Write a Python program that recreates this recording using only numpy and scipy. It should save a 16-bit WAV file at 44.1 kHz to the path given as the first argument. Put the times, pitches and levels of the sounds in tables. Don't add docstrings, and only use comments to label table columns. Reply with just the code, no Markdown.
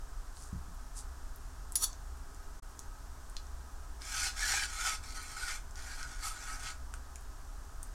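import sys
import numpy as np
from scipy import signal
from scipy.fft import rfft, irfft, next_fast_len
from scipy.io import wavfile
from scipy.ndimage import uniform_filter1d, map_coordinates

SR = 44100
rng = np.random.default_rng(int(sys.argv[2]) if len(sys.argv) > 2 else 0)


def file_out(sig):
    cols = np.atleast_2d(sig).T
    lim = np.clip(cols, -1, 1)
    pcm = np.round(lim * 32767).astype(np.int16)
    wavfile.write(sys.argv[1], SR, pcm)


N = 350154


def stirring():
    # pitch in Hz, width in Hz, level in dB.
    ladle_tones = [(2727, 24, -3), (3079, 50, -2), (3240, 26, -1), (3449, 55, -1), (4160, 90, -3),
                   (4606, 30, 3), (5122, 22, 0), (5291, 55, -1), (5472, 35, 2), (5839, 50, -1),
                   (6166, 60, 0), (7144, 45, 1), (7659, 35, 0), (8775, 120, -2)]
    # frequency in Hz, level in dB.
    rasp_colour = [(500, -56), (1000, -34), (2200, 1), (2800, -7), (3700, -6.5), (4300, -2), (5600, -0.5),
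                   (7500, -1.5), (9200, -17), (10500, -17), (16000, -44)]
    edge_colour = [(5000, -42), (8000, 3.5), (9000, 3), (9800, 0), (10400, -5.5), (11600, -4),
                   (13000, -10.5), (15500, -49), (17000, -30)]
    boom_colour = [(200, -48), (400, -15), (540, -23), (680, -10), (790, -1.5), (920, -4), (1100, -12),
                   (1400, -41), (2500, -62)]
    rasp_gain, ring_gain, edge_gain, contact_hz = strokes()
    chatter = amp(1.16 * wobble(45) + 1.43 * wobble(260))
    drag = slips(per_second=7000, spread_db=2.5) * chatter
    ladle = unit(sum(amp(db) * resonate(drag, hz, width) for hz, width, db in ladle_tones))
    grit = slips(per_second=150, spread_db=3)
    friction = slips(per_second=6000, spread_db=4) * chatter + amp(-9) * grit
    fine_friction = slips(per_second=3900, spread_db=2) * chatter + amp(-8) * grit
    rasp = patchy(coloured(friction, rasp_colour) + amp(-3.5) * ladle, depth_db=2.6)
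    edge = patchy(coloured(fine_friction, edge_colour), depth_db=3)
    pot = pot_ring(drag, contact_hz)
    wall = amp(-11) * patchy(coloured(drag, boom_colour), depth_db=-0.5)
    return rasp_gain * rasp + edge_gain * edge + ring_gain * (pot + wall) + squeaks(drag)


def strokes():
    # start, peak and end in seconds, rasp level at the peak in dB, rise to the peak in dB,
    # pot ring and bright edge in dB compared with the rasp, favoured pot pitch in Hz.
    stroke_list = [(4.018, 4.235, 4.285, -34, 18.5, -6.5, -8.5, 1530),
                   (4.371, 4.494, 4.64, -33.2, 8.5, -5, -12, 1577),
                   (4.703, 4.889, 4.94, -36, 13.5, -2.5, -9.5, 1404),
                   (5.038, 5.31, 5.35, -48.5, 4.5, -2, -8, 1386),
                   (5.37, 5.52, 5.56, -42.3, 7.5, -1, -7.5, 1440),
                   (5.774, 5.953, 6.2, -51, 0.5, -0.5, -9.5, 1535),
                   (6.233, 6.261, 6.32, -42.5, 3.5, 0, -3.5, 1290),
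                   (6.36, 6.543, 6.57, -48, 7, 2, -7, 1475), (6.602, 6.675, 6.72, -45, 6, -3.5, -12, 1415)]
    bite_s, lift_s = 0.04, 0.072
    ease_db, off_db = 5, 28.5
    time = np.arange(N) / SR
    rasp, ring, edge = np.zeros((3, N))
    contact_times, contact_pitches = [], []
    for start, peak, end, db, rise_db, ring_db, edge_db, hz in stroke_list:
        times = [start - bite_s, start, peak, end, end + lift_s]
        levels = [-rise_db - off_db, -rise_db, 0, -ease_db, -ease_db - off_db]
        force = amp(db + np.interp(time, times, levels, left=-np.inf, right=-np.inf))
        rasp += force
        ring += amp(ring_db) * force
        edge += amp(edge_db) * force
        contact_times += [start, end]
        contact_pitches += [hz, hz]
    return rasp, ring, edge, np.interp(time, contact_times, contact_pitches)


def pot_ring(drag, contact_hz):
    # pitch in Hz, width in Hz, level in dB.
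    pot_tones = [(1292.5, 28, 2), (1466.2, 24, 0), (1532, 40, -8), (1624.5, 32, -5), (1725, 50, -7),
                 (1803.5, 22, -4), (1863.8, 22, -3), (1902, 22, -4), (2157.1, 45, -3), (2261.7, 35, -3)]
    push = resonate(drag, hz=1650, width=1900)
    ring, power = np.zeros((2, N))
    for hz, width, db in pot_tones:
        boost_db = 14 * np.exp(-(np.log(hz / contact_hz) / .08) ** 2)
        gain = amp(db + 2.5 * wobble(14) + boost_db)
        ring += gain * resonate(push, hz, width)
        power += gain ** 2 * width
    return unit(ring / np.sqrt(power))


def squeaks(drag):
    # start in seconds, level in dB, pitch in Hz.
    catches = [(4.135, -45.5, 1520), (4.422, -35, 1720), (4.785, -40, 1400), (4.856, -39, 1350),
               (5.36, -48.5, 1395), (5.409, -45, 1456), (5.474, -45, 1426), (6.025, -49, 1480),
               (6.245, -49, 1290)]
    rise_s, width_hz = .012, 100
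    out, t = np.zeros(N), np.arange(SR // 6) / SR
    flare = t / rise_s * np.exp(1 - t / rise_s)
    for start, db, hz in catches:
        ring = flare * band(drag, hz, width_hz)[round(start * SR):][:len(t)]
        add(out, start, amp(db) * ring * np.linalg.norm(flare) / np.linalg.norm(ring))
    return out


def utensil():
    # pitch in Hz, level in dB, seconds to fade by 60 dB.
    steel_tones = [(1070, -34, .1), (1270, -40, .1), (3560, -27, .04), (4480, -22, .045), (5700, -13, .07),
                   (5900, -14, .07), (6750, -13, .07), (7084, -11, .06), (7700, -15, .08), (9049, -10, .06),
                   (10325, -6.5, .06), (11650, -12, .05), (13250, -18, .12), (14930, -6, .035)]
    # start in seconds, level in dB, seconds for the crack to fade by 60 dB,
    # extra level of the ring in dB, favoured pitch in Hz.
    clinks = [(1.7551, -23.5, .045, 0, 10330), (1.8242, -31, .03, -10, 9200),
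              (1.8415, -32.5, .03, -3, 13250)]
    # frequency in Hz, level in dB.
    crack_colour = [(300, -16), (1100, -12.5), (2500, -14), (3500, -3), (4500, -0.5), (5000, -6), (5900, 9),
                    (7100, -2), (8200, -3), (9200, 9), (11700, -1), (14000, -6), (16000, -22)]
    out, t = np.zeros(N), np.arange(SR // 3) / SR
    attack = 1 - np.exp(-t / 0.00023)
    for start, db, crack_s, ring_db, favoured_hz in clinks:
        ring = np.zeros(len(t))
        for hz, tone_db, fade_s in steel_tones:
            boost_db = 8 * np.exp(-((hz - favoured_hz) / 500) ** 2)
            gain = amp(tone_db + boost_db + rng.normal())
            ring += gain * fade(t, fade_s) * np.sin(2 * np.pi * (hz * t + rng.random()))
        crack = noise(crack_colour, len(t)) * fade(t, crack_s)
        add(out, start, amp(db) * (crack + amp(ring_db) * ring) * attack)
    return out + slide(steel_tones, crack_colour)


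def slide(steel_tones, crack_colour):
    release_s, rise_db_per_s, fall_db_per_s = 1.843, 483, 1500
    drag = slips(per_second=9000, spread_db=0.5)
    ring = unit(sum(amp(0.34 * db - 6 * hz / 10000) * resonate(drag, hz, width=100)
                    for hz, db, _ in steel_tones))
    since = np.arange(N) / SR - release_s
    swell = amp(-31.5 + np.minimum(rise_db_per_s * since, -fall_db_per_s * since))
    return swell * (ring + amp(1) * coloured(drag, crack_colour))


def ticks():
    # start in seconds, level in dB, pitch in Hz.
    clear_ticks = [(0.37, -47, 4500), (.412, -45, 5900), (1.361, -40, 12000), (1.7217, -30.5, 8500),
                   (1.9305, -38, 6300), (2.347, -46, 7300), (2.7927, -30, 7900), (3.298, -42, 8500),
                   (3.3673, -27, 4200), (3.4682, -44, 5560), (4.0193, -37, 5030), (4.539, -39, 793),
                   (5.228, -39, 10000), (5.71, -43, 7200), (5.757, -40, 5545), (6.03, -32, 5570),
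                   (6.939, -35.5, 1490), (6.9398, -32, 6740), (7.158, -35, 7300), (7.1592, -45, 2400),
                   (7.8302, -30, 8500)]
    faint_per_second, pop_cycles, crack_s, splutter_s = 1.5, 20, .0025, .06
    out, t = np.zeros(N), np.arange(SR // 10) / SR
    faint_ticks = [(rng.uniform(0, N / SR), rng.uniform(-52, -48), 8000 * 2 ** rng.uniform(-.5, .5))
                   for _ in range(round(faint_per_second * N / SR))]
    snap = fade(t, crack_s)
    for start, db, hz in clear_ticks + faint_ticks:
        pop = np.sin(2 * np.pi * hz * t) * fade(t, pop_cycles / hz) * (1 - np.exp(-2 * hz * t))
        crack = band(rng.standard_normal(len(t)), hz, hz / 2) * snap
        crack = unit(crack) * np.sqrt(np.mean(snap ** 2))
        splutter = unit(band(rng.standard_normal(len(t)), 1.1 * hz, .7 * hz)) * fade(t, splutter_s)
        add(out, start, amp(db) * (1.3 * pop + .9 * crack + amp(-21) * splutter))
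    return out


def handling():
    # middle of the brush in seconds, level in dB, about half its length in seconds.
    brushes = [(.42, -55.5, .05), (.985, -46.5, .019)]
    # frequency in Hz, level in dB.
    brush_colour = [(1500, -38), (3500, -15.5), (5000, -7), (7500, -1.5), (10000, -4), (12000, -17),
                    (16000, -38)]
    # start in seconds, strength of the bump in dB.
    bumps = [(.529, -34), (.551, -45), (0.56, -42), (0.683, -47.5)]
    # pitch in Hz, level in dB, seconds to fade by 60 dB.
    counter_tones = [(68.5, 3, 0.28), (94.6, -1.5, 0.18), (128, 4, 0.048), (177, -0.5, 0.13),
                     (241, -31, 0.049)]
    time, t = np.arange(N) / SR, np.arange(SR // 2) / SR
    swell = sum(amp(db) * np.exp(-((time - middle) / half) ** 2 / 2) for middle, db, half in brushes)
    out = swell * coloured(slips(per_second=6000, spread_db=8), brush_colour)
    ring = sum(amp(db) * fade(t, fade_s) * np.sin(2 * np.pi * hz * t) for hz, db, fade_s in counter_tones)
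    thud = amp(-1) * ring * (1 - np.exp(-t / 0.0022))
    for start, db in bumps:
        add(out, start, amp(db) * thud)
    return out


def background():
    # frequency in Hz, level in dB.
    rumble_colour = [(8, -3), (18, -0.5), (35, 3), (48, -6.5), (70, -10.5), (90, -19.5), (125, -30),
                     (160, -44), (300, -44), (2000, -92)]
    fan_colour = [(100, -16), (180, -7), (260, 5.5), (330, 0), (400, 0.5), (540, -5), (660, 3.5),
                  (810, 1.5), (1000, 4), (1270, 2.5), (1600, 1.5), (2000, -10), (3000, -32), (6000, -33)]
    hiss_colour = [(1000, -10), (2500, -2), (4000, -1.5), (5700, 3.5), (8300, 2), (10000, -3), (13500, -7),
                   (16000, -14)]
    # pitch in Hz, level in dB, width in Hz.
    hum_tones = [(62.9, -53.5, 3), (123.8, -67, 7.9), (258.4, -74.5, 4.7), (400, -76.5, 5.8),
                 (824.6, -74.5, 13), (1269, -69, 8.8)]
    hum = sum(amp(db) * unit(resonate(rng.standard_normal(N), hz, width)) for hz, db, width in hum_tones)
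    rumble = amp(-44.5 + 0.32 * wobble(4.4)) * noise(rumble_colour)
    return rumble + amp(-59) * noise(fan_colour) + amp(-62.2) * noise(hiss_colour) + hum


def kitchen(x):
    # frequency in Hz, seconds for the echo to fade by 60 dB.
    echo_times = [(150, 0.25), (1500, 0.24), (7000, 0.2), (15000, 0.049)]
    hz, t, bands = signal.stft(rng.standard_normal(SR // 2), SR, nperseg=256)
    tail = signal.istft(bands * fade(t, along(echo_times, hz)[:, None]), SR, nperseg=256)[1]
    delayed = np.pad(x, (SR // 300, 0))
    return signal.fftconvolve(delayed, tail / np.linalg.norm(tail))[:N]


def slips(per_second, spread_db):
    hit = rng.random(N) < per_second / SR
    return unit(hit * rng.choice([-1, 1], N) * amp(spread_db * rng.standard_normal(N)))


def patchy(x, depth_db):
    bands = signal.stft(x, nperseg=512)[2]
    patches = uniform_filter1d(rng.standard_normal(bands.shape), size=4, axis=0)
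    patches = uniform_filter1d(patches, size=11, axis=1)
    return unit(signal.istft(bands * amp(depth_db * unit(patches)), nperseg=512)[1][:N])


def amp(db):
    return 10 ** (np.asarray(db) / 20)


def fade(t, seconds):
    return amp(-60 * t / seconds)


def unit(x):
    return x / np.sqrt(np.mean(x ** 2) + 1e-20)


def along(points, hz):
    frequencies, values = np.transpose(points)
    return np.interp(np.log(hz + 1), np.log(frequencies + 1), values)


def wobble(per_second):
    points = rng.standard_normal(int(N * per_second / SR) + 4)
    return map_coordinates(points, [np.arange(N) * per_second / SR], order=2)


def filtered(x, response):
    size = next_fast_len(len(x) + SR // 4)
    return irfft(rfft(x, size) * response(np.fft.rfftfreq(size, 1 / SR)), size)[:len(x)]


def coloured(x, colour):
    return unit(filtered(x, lambda hz: amp(along(colour, hz))))


def noise(colour, samples=N):
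    return coloured(rng.standard_normal(samples), colour)


def resonate(x, hz, width):
    return signal.lfilter(*signal.iirpeak(min(hz, SR / 2 - 1), hz / width, SR), x)


def band(x, hz, width):
    return resonate(resonate(x, hz, width), hz, width)


def add(track, start, sound):
    part = track[round(start * SR):][:len(sound)]
    part += sound[:len(part)]


def scene():
    near = stirring() + utensil() + ticks() + handling()
    return (near + amp(-9) * kitchen(near) + background())[None]


def record(dry):
    gap = (2.598, 2.625)
    top_hz = 16000
    time = np.arange(N) / SR
    audible = (time < gap[0]) | (time > gap[1])
    gate = uniform_filter1d(audible * 1.0, size=256)
    return filtered(dry[0] * gate, lambda hz: hz < top_hz)[None]


dry = scene()
out = record(dry)
file_out(out)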